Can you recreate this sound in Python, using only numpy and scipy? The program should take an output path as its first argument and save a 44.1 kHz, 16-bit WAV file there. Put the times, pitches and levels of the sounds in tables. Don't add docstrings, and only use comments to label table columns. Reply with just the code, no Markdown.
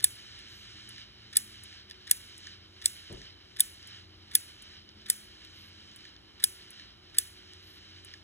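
import sys
import numpy as np
from scipy import signal
from scipy.fft import rfft, irfft, next_fast_len
from scipy.io import wavfile
from scipy.ndimage import uniform_filter1d

SR = 44100
rng = np.random.default_rng(int(sys.argv[2]) if len(sys.argv) > 2 else 0)


def convert_level_to_amplitude(level_db):
    exponent = np.asarray(level_db, float) / 20
    return 10 ** exponent


def to_wav(s):
    ch = np.atleast_2d(s).T
    pcm = np.round(np.clip(ch, -1, 1) * 32767)
    wavfile.write(sys.argv[1], SR, pcm.astype(np.int16))


N = 362943
FFT_SIZE = next_fast_len(N)
HZ = np.fft.rfftfreq(FFT_SIZE, 1 / SR)
TIME_S = np.arange(N) / SR

# peak_s, high_modes_db, low_modes_db, mid_modes_db, ramp_ticks_db
SLAMS = [
    (0.043, -5, -29.5, -14, 2),
    (1.37, -4, -34.5, -13, 3),
    (2.113, -5.5, -30, -16, 2),
    (2.8587, -7, -34, -14, 2),
    (3.6056, -4.5, -43, -15.5, 1),
    (4.3535, -6.5, -30.5, -13, -1.5),
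    (5.1012, -7, -34.5, -18, -1.5),
    (6.4408, -7.5, -29.5, -13.5, -3.5),
    (7.1861, -6.5, -36.5, -18.5, -2.5),
]
# latch_s, latch_tick_db, ramp_drop_db, air_db
LAUNCHES = [(0.8912, -34.5, -43, 2), (1.637, -34.5, -47, 1.5), (2.3801, -36, -39, 2),
            (3.127, -37, -45, 1.5), (3.874, -36, -55, 0.5), (4.6232, -38, -60, 0),
            (5.962, -36.5, -44.5, -0.5), (6.707, -35.5, -46, 0), (8.0487, -37, -40, -1)]
# tick_s, tick_db, coil_whine_db
RETRIES = [(0.391, -47, -68.5), (5.4496, -47.5, -68), (7.535, -49, -66.5)]
# centre_hz, width_hz, level_db
PLATTER_MODES = [(5827, 250, -3.5), (8080, 120, 9.5), (9100, 350, 3.5), (9340, 300, 5), (10054, 700, 4.5),
                 (12000, 430, -9.5), (13250, 350, -3.5), (14500, 500, -4.5), (6370, 14000, -4.5)]
# low_edge_hz, high_edge_hz
PART_EDGES_HZ = ((1500, 3200), (3050, 7500), (6300, 16500))


def level(x, db):
    return x * convert_level_to_amplitude(db) / np.sqrt(np.mean(x ** 2))


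def shape(x, gain):
    return irfft(rfft(x, FFT_SIZE) * gain, FFT_SIZE)[..., :N]


def slope(points):
    hz, db = np.transpose(points)
    return convert_level_to_amplitude(np.interp(np.log(HZ + 1), np.log(hz), db, left=-60, right=-60))


def humps(resonances):
    power = 0
    for hz, width_hz, db in resonances:
        detune = 2 * (HZ - hz) / abs(width_hz)
        power = power + convert_level_to_amplitude(2 * db) / (1 + detune ** 2) ** 2
    return np.sqrt(power)


def pair(gain):
    # pitch_hz, left_right_correlation
    likeness = [(60, .99), (150, .88), (300, .8), (550, .05), (1000, .1), (1400, .93), (3000, .95),
                (4300, .999), (15000, .999)]
    hz, like = np.transpose(likeness)
    like = np.interp(np.log(HZ + 1), np.log(hz), like)
    draw = rng.standard_normal((4, len(HZ)))
    mid = gain * np.sqrt(1 + like) * (draw[0] + 1j * draw[1])
    side = gain * np.sqrt(1 - like) * (draw[2] + 1j * draw[3])
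    noise = irfft(np.array([mid + side, mid - side]), FFT_SIZE)[:, :N]
    return level(noise, 0)


def walk(rate_hz):
    hold = int(SR / rate_hz)
    steps = np.repeat(rng.standard_normal(N // hold + 1), hold)
    slewed = uniform_filter1d(uniform_filter1d(steps, hold), hold)
    return 1.3 * slewed[:N]


def microphone_hiss():
    # pitch_hz, density_db_per_hz
    hiss_points = [(4000, -18.5), (6500, -1), (9500, -2), (12000, -7.5), (15600, -12)]
    return convert_level_to_amplitude(-79) * pair(slope(hiss_points))


def hum():
    # pitch_hz, density_db_per_hz
    room_points = [(12, -67.5), (20, -39), (38, -15), (80, -2.5), (141, -12.5), (217, -10.5), (238, -16),
                   (312, -10.5), (480, -19.5), (972, -21), (1500, -22.5), (1950, -48.5), (3300, -120)]
    # pitch_hz, width_hz, level_db
    tones = [(54.65, 7, -72), (89.6, 1.6, -64.5), (211.2, 2, -74), (316.8, 2.8, -74), (370.3, 2.1, -71),
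             (423, 16, -88.5)]
    # pitch_hz, width_hz, start_db, end_db
    fading_tone = (113.5, 8, -64.5, -78.5)
    hz, width_hz, start_db, end_db = fading_tone
    fading = convert_level_to_amplitude(np.linspace(start_db, end_db, N)) * pair(humps([(hz, width_hz, 0)]))
    steady = [(f, w, db - 10 * np.log10(abs(w))) for f, w, db in tones]
    room = convert_level_to_amplitude(-62 + 0.23 * walk(0.97)) * pair(slope(room_points))
    return room + fading + convert_level_to_amplitude(-62.5) * pair(humps(steady))


def thud():
    # centre_hz, width_hz, level_db
    thud_modes = [(54.8, 25, 2), (119, 66, 1.5), (180, 170, 1), (386, 136, 1.5), (610, 300, -7),
                  (900, 350, -13)]
    start_s, thud_db, rise_cycles, t60_s = 3.098, -47.5, 1.6, 0.45
    age_s = np.clip(TIME_S - start_s, 0, None)
    total = 0
    for hz, width_hz, db in thud_modes:
        swell = 1 - np.exp(-age_s * hz / rise_cycles)
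        total = total + convert_level_to_amplitude(db) * swell * pair(humps([(hz, width_hz, 0)]))
    return convert_level_to_amplitude(thud_db) * 1000. ** (-age_s / t60_s) * total


def air():
    # pitch_hz, density_db_per_hz
    whoosh_points = [(900, -22), (1300, -8.5), (1750, -2), (1950, -5), (2250, -2), (2600, -6.5), (3050, 7),
                     (3450, -3.5), (3900, 2.5), (4400, 0), (5500, -3.5), (6600, -27.5), (9500, -35),
                     (15600, -45)]
    bright_points = [(3000, -12.5), (4500, -2.5), (5900, 1.5), (6400, -0.5), (7700, -7), (8600, -0.5),
                     (9300, -12), (11000, -22), (15600, -37.5)]
    # after_launch_s, whoosh_db, bright_db
    swing = [
        (0, -57, -67),
        (.11, -55, -65),
        (.22, -62, -84),
        (.45, -61, -72),
    ]
    # after_slam_s, whoosh_db, bright_db
    parked = (.14, -57, -66)
    bright_follows = 2.2
    knots = [(0, *swing[-1][1:])]
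    for (slam_s, *_), (launch_s, *_, db) in zip(SLAMS, LAUNCHES):
        stages = [(slam_s, parked)] + [(launch_s, row) for row in swing]
        for start_s, (after_s, whoosh_db, bright_db) in stages:
            knots.append((start_s + after_s, whoosh_db + db, bright_db + bright_follows * db))
    knot_s, whoosh_db, bright_db = np.transpose(knots)
    whoosh_gain = convert_level_to_amplitude(np.interp(TIME_S, knot_s, whoosh_db) + 3.5 + 1.3 * walk(25))
    bright_gain = convert_level_to_amplitude(np.interp(TIME_S, knot_s, bright_db) + 0.68 * walk(54))
    return whoosh_gain * pair(slope(whoosh_points)) + bright_gain * pair(slope(bright_points))


def coil():
    # pitch_hz, width_hz, level_db
    whine_tones = [(12350, 100, -10), (12320, 220, -2.5), (13900, 120, -26), (11500, 150, -13),
                   (10200, 220, -16), (9600, 200, -12), (8800, 300, -3)]
    after_s, whine_s = 0.072, 0.172
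    steps_s = after_s + whine_s * np.array([0, .28, 1, 1.07])
    gate = sum(convert_level_to_amplitude(db) * np.interp(TIME_S, s + steps_s, [0, 1, 1, 0]) for s, _, db in RETRIES)
    return gate * pair(humps(whine_tones))


def scrape():
    # before_slam_s, dull_db, bright_db
    rub_steps = [(0.045, -68, -83), (0.039, -48, -64), (0.022, -57, -73), (0.013, -49, -54), (0, -47, -49)]
    # centre_hz, width_hz, level_db
    dull_modes = [(1482, 1200, -3), (2250, 67, -5), (3760, 1100, -2.5), (4860, 1300, -7.5)]
    before_s, dull_db, bright_db = np.transpose(rub_steps)

    def gate(db):
        return sum(np.interp(TIME_S, s - before_s, convert_level_to_amplitude(db), left=0, right=0) for s, *_ in SLAMS)

    grit = convert_level_to_amplitude(2.5 * walk(600))
    dull = gate(dull_db) * pair(humps(dull_modes))
    bright = gate(bright_db) * pair(humps(PLATTER_MODES))
    return grit * (dull + bright)


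def ticks():
    # before_slam_s, high_db, low_db, mid_db
    climb = [
        (.0406, -54, -51, -42),
        (.0357, -45, -46, -39),
        (.0153, -39, -48, -45),
    ]
    # high_db, low_db, mid_db
    latch_db = (-2.5, -25, -20)
    drop_db = (-14, 0.5, 4.5)
    retry_db = (-0.5, -12, 5.5)
    # peak_s, high_db, low_db, mid_db
    strays = [(0.9625, -73, -53, -41), (1.3595, -34, -38.5, -28), (1.5416, -65, -62, -52),
              (1.8998, -47.5, -58, -40.5), (1.9114, -48, -44, -33.5), (1.9192, -59, -58, -44.5),
              (3.5975, -19, -32.5, -28), (3.8292, -63.5, -66, -41), (4.8912, -74, -69, -40.5),
              (5.0182, -70, -73, -48.5), (5.9164, -66, -61, -47.5), (6.1653, -85, -56, -43.5),
              (6.9063, -80, -65, -47), (7.0995, -67, -66.5, -50)]
    drop_after_s = 0.091
    rows = [(s - before_s, *np.add(colour, db)) for s, *_, db in SLAMS for before_s, *colour in climb]
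    rows += [(s, *np.add(latch_db, db)) for s, db, *_ in LAUNCHES]
    rows += [(s + drop_after_s, *np.add(drop_db, db)) for s, _, db, _ in LAUNCHES]
    rows += [(s, *np.add(retry_db, db)) for s, db, _ in RETRIES]
    return rows + strays


def platter_ring():
    # level_db, t60_s
    slam_ring = [
        (-33, 0.027),
        (-39.5, 0.38),
    ]
    # under_tick_db, t60_s
    tick_ring = (-19.5, 0.098)
    stages = [(s, db, t60_s) for s, *_ in SLAMS for db, t60_s in slam_ring]
    stages += [(s, high_db + tick_ring[0], tick_ring[1]) for s, high_db, *_ in ticks()]
    power = np.zeros(N + SR)
    age_s = np.arange(SR) / SR
    for s, db, t60_s in stages:
        at = max(int((s + .002) * SR), 0)
        power[at:at + SR] += convert_level_to_amplitude(2 * db) * 1e6 ** (-age_s / t60_s)
    return np.sqrt(power[:N]) * convert_level_to_amplitude(1.2 * walk(300)) * pair(humps(PLATTER_MODES))


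def arm(events, rattle_ms, damping, dull_db):
    # pitch_hz, level_db, t60_s
    low_modes = [(1450, -17, 0.037), (1687, 0, 0.042), (1814, 9.5, 0.015), (2370, -2.5, .022),
                 (2690, -4.5, .012)]
    mid_modes = [(3138, 0, 0.0044), (3566, 0.5, 0.012), (4494, 1, 0.0097), (5070, -4, 0.021),
                 (5488, -5, 0.011), (6360, -4.5, .006)]
    high_modes = [(6630, -10, .009), (8280, 5, 0.01), (8920, -10, .04), (9180, -9, 0.02), (9690, -9, 0.016),
                  (9970, -14.5, .05), (10240, -1, 0.006), (10140, -13.5, 0.041), (10640, -5, 0.0042),
                  (11790, -3.5, 0.0048), (12430, -10.5, 0.011), (13070, -9, 0.008), (13660, -12, 0.008),
                  (14690, -4.5, 0.012)]
    scatter_db, contacts_db = 1.5, 4
    out = np.zeros(N + 4000)
    t = np.arange(1536) / SR
    bands = [signal.butter(4, hz, "band", fs=SR, output="sos") for hz in PART_EDGES_HZ]
    age = (np.arange(800) - 400) / SR * 1000 / rattle_ms
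    swell = np.exp(np.where(age < 0, 1.35 * age, -1.1 * age))
    luck = rng.standard_normal((len(events), 900))
    for (s, high_db, low_db, mid_db, *_), row in zip(events, luck):
        rattle = row[:800] * convert_level_to_amplitude(contacts_db * np.roll(row[:800], 7)) * swell
        tone = rfft(rattle)
        rattle = irfft(tone / np.sqrt(uniform_filter1d(np.abs(tone) ** 2, size=17)))
        blow = 0
        groups = ((low_modes, low_db), (mid_modes, mid_db), (high_modes, high_db))
        for k, (modes, db) in enumerate(groups):
            hz, mode_db, t60_s = np.transpose(modes)[:, :, None]
            drive = np.abs(np.exp(2j * np.pi * hz * t[:800]) @ rattle)[:, None]
            drive = drive + .1 * np.linalg.norm(rattle)
            scatter = scatter_db * row[800 + 20 * k:][:len(hz), None]
            gain = convert_level_to_amplitude(mode_db + scatter - dull_db * np.log2(hz / hz[0])) / drive
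            sign = (-1.) ** np.arange(len(hz))[:, None]
            decay = 1000. ** (-t * damping / t60_s)
            ring = np.sum(gain * sign * np.sin(2 * np.pi * hz * t) * decay, axis=0)
            part = signal.sosfilt(bands[k], signal.fftconvolve(rattle, ring))
            peak_power = uniform_filter1d(part ** 2, size=40).max()
            blow = blow + part * convert_level_to_amplitude(db) / np.sqrt(2 * peak_power)
        at = int(s * SR) - np.argmax(uniform_filter1d(blow ** 2, size=40))
        out[max(at, 0):at + len(blow)] += blow[max(-at, 0):]
    return out[:N]


def scene():
    soft = 1 / np.sqrt(1 + (HZ / 11500) ** 6)
    slams = arm(SLAMS, rattle_ms=1.05, damping=1, dull_db=0.1)
    light = shape(arm(ticks(), rattle_ms=.6, damping=1.3, dull_db=3), soft)
    thin = 1 / np.sqrt(1 + (PART_EDGES_HZ[0][0] / (HZ + 1)) ** 12)
    metal = shape(scrape() + platter_ring(), thin)
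    drive = slams + light + metal + air() + coil()
    return drive + hum() + thud() + microphone_hiss()


def roll_off(x):
    return signal.sosfilt(signal.butter(12, 16960, fs=SR, output="sos"), x)


def record(dry):
    # pitch_hz, left_lead_rad, left_minus_right_db
    ports_table = [(60, 0, 1.5), (380, -.2, 3), (900, 0, 0), (2000, .4, -1.5), (2600, 1.3, -5),
                   (3300, 2.0, -2.5), (3700, 1.6, -.5), (4760, 3.14, 0), (8950, 9.42, 0), (13100, 15.7, 0),
                   (17000, 21.5, 0)]
    top_hz, squeeze = 15750, .6
    hz, lead_rad, tilt_db = np.transpose(ports_table)
    half = convert_level_to_amplitude(np.interp(HZ, hz, tilt_db) / 2) * np.exp(.5j * np.interp(HZ, hz, lead_rad))
    ports = shape(dry, np.array([half, 1 / half]))
    rounded = np.tanh(squeeze * ports) / squeeze
    top = np.clip((top_hz + 150 - HZ) / 150, .008, 1)
    return roll_off(shape(rounded, top))


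dry = scene()
out = record(dry)
to_wav(out)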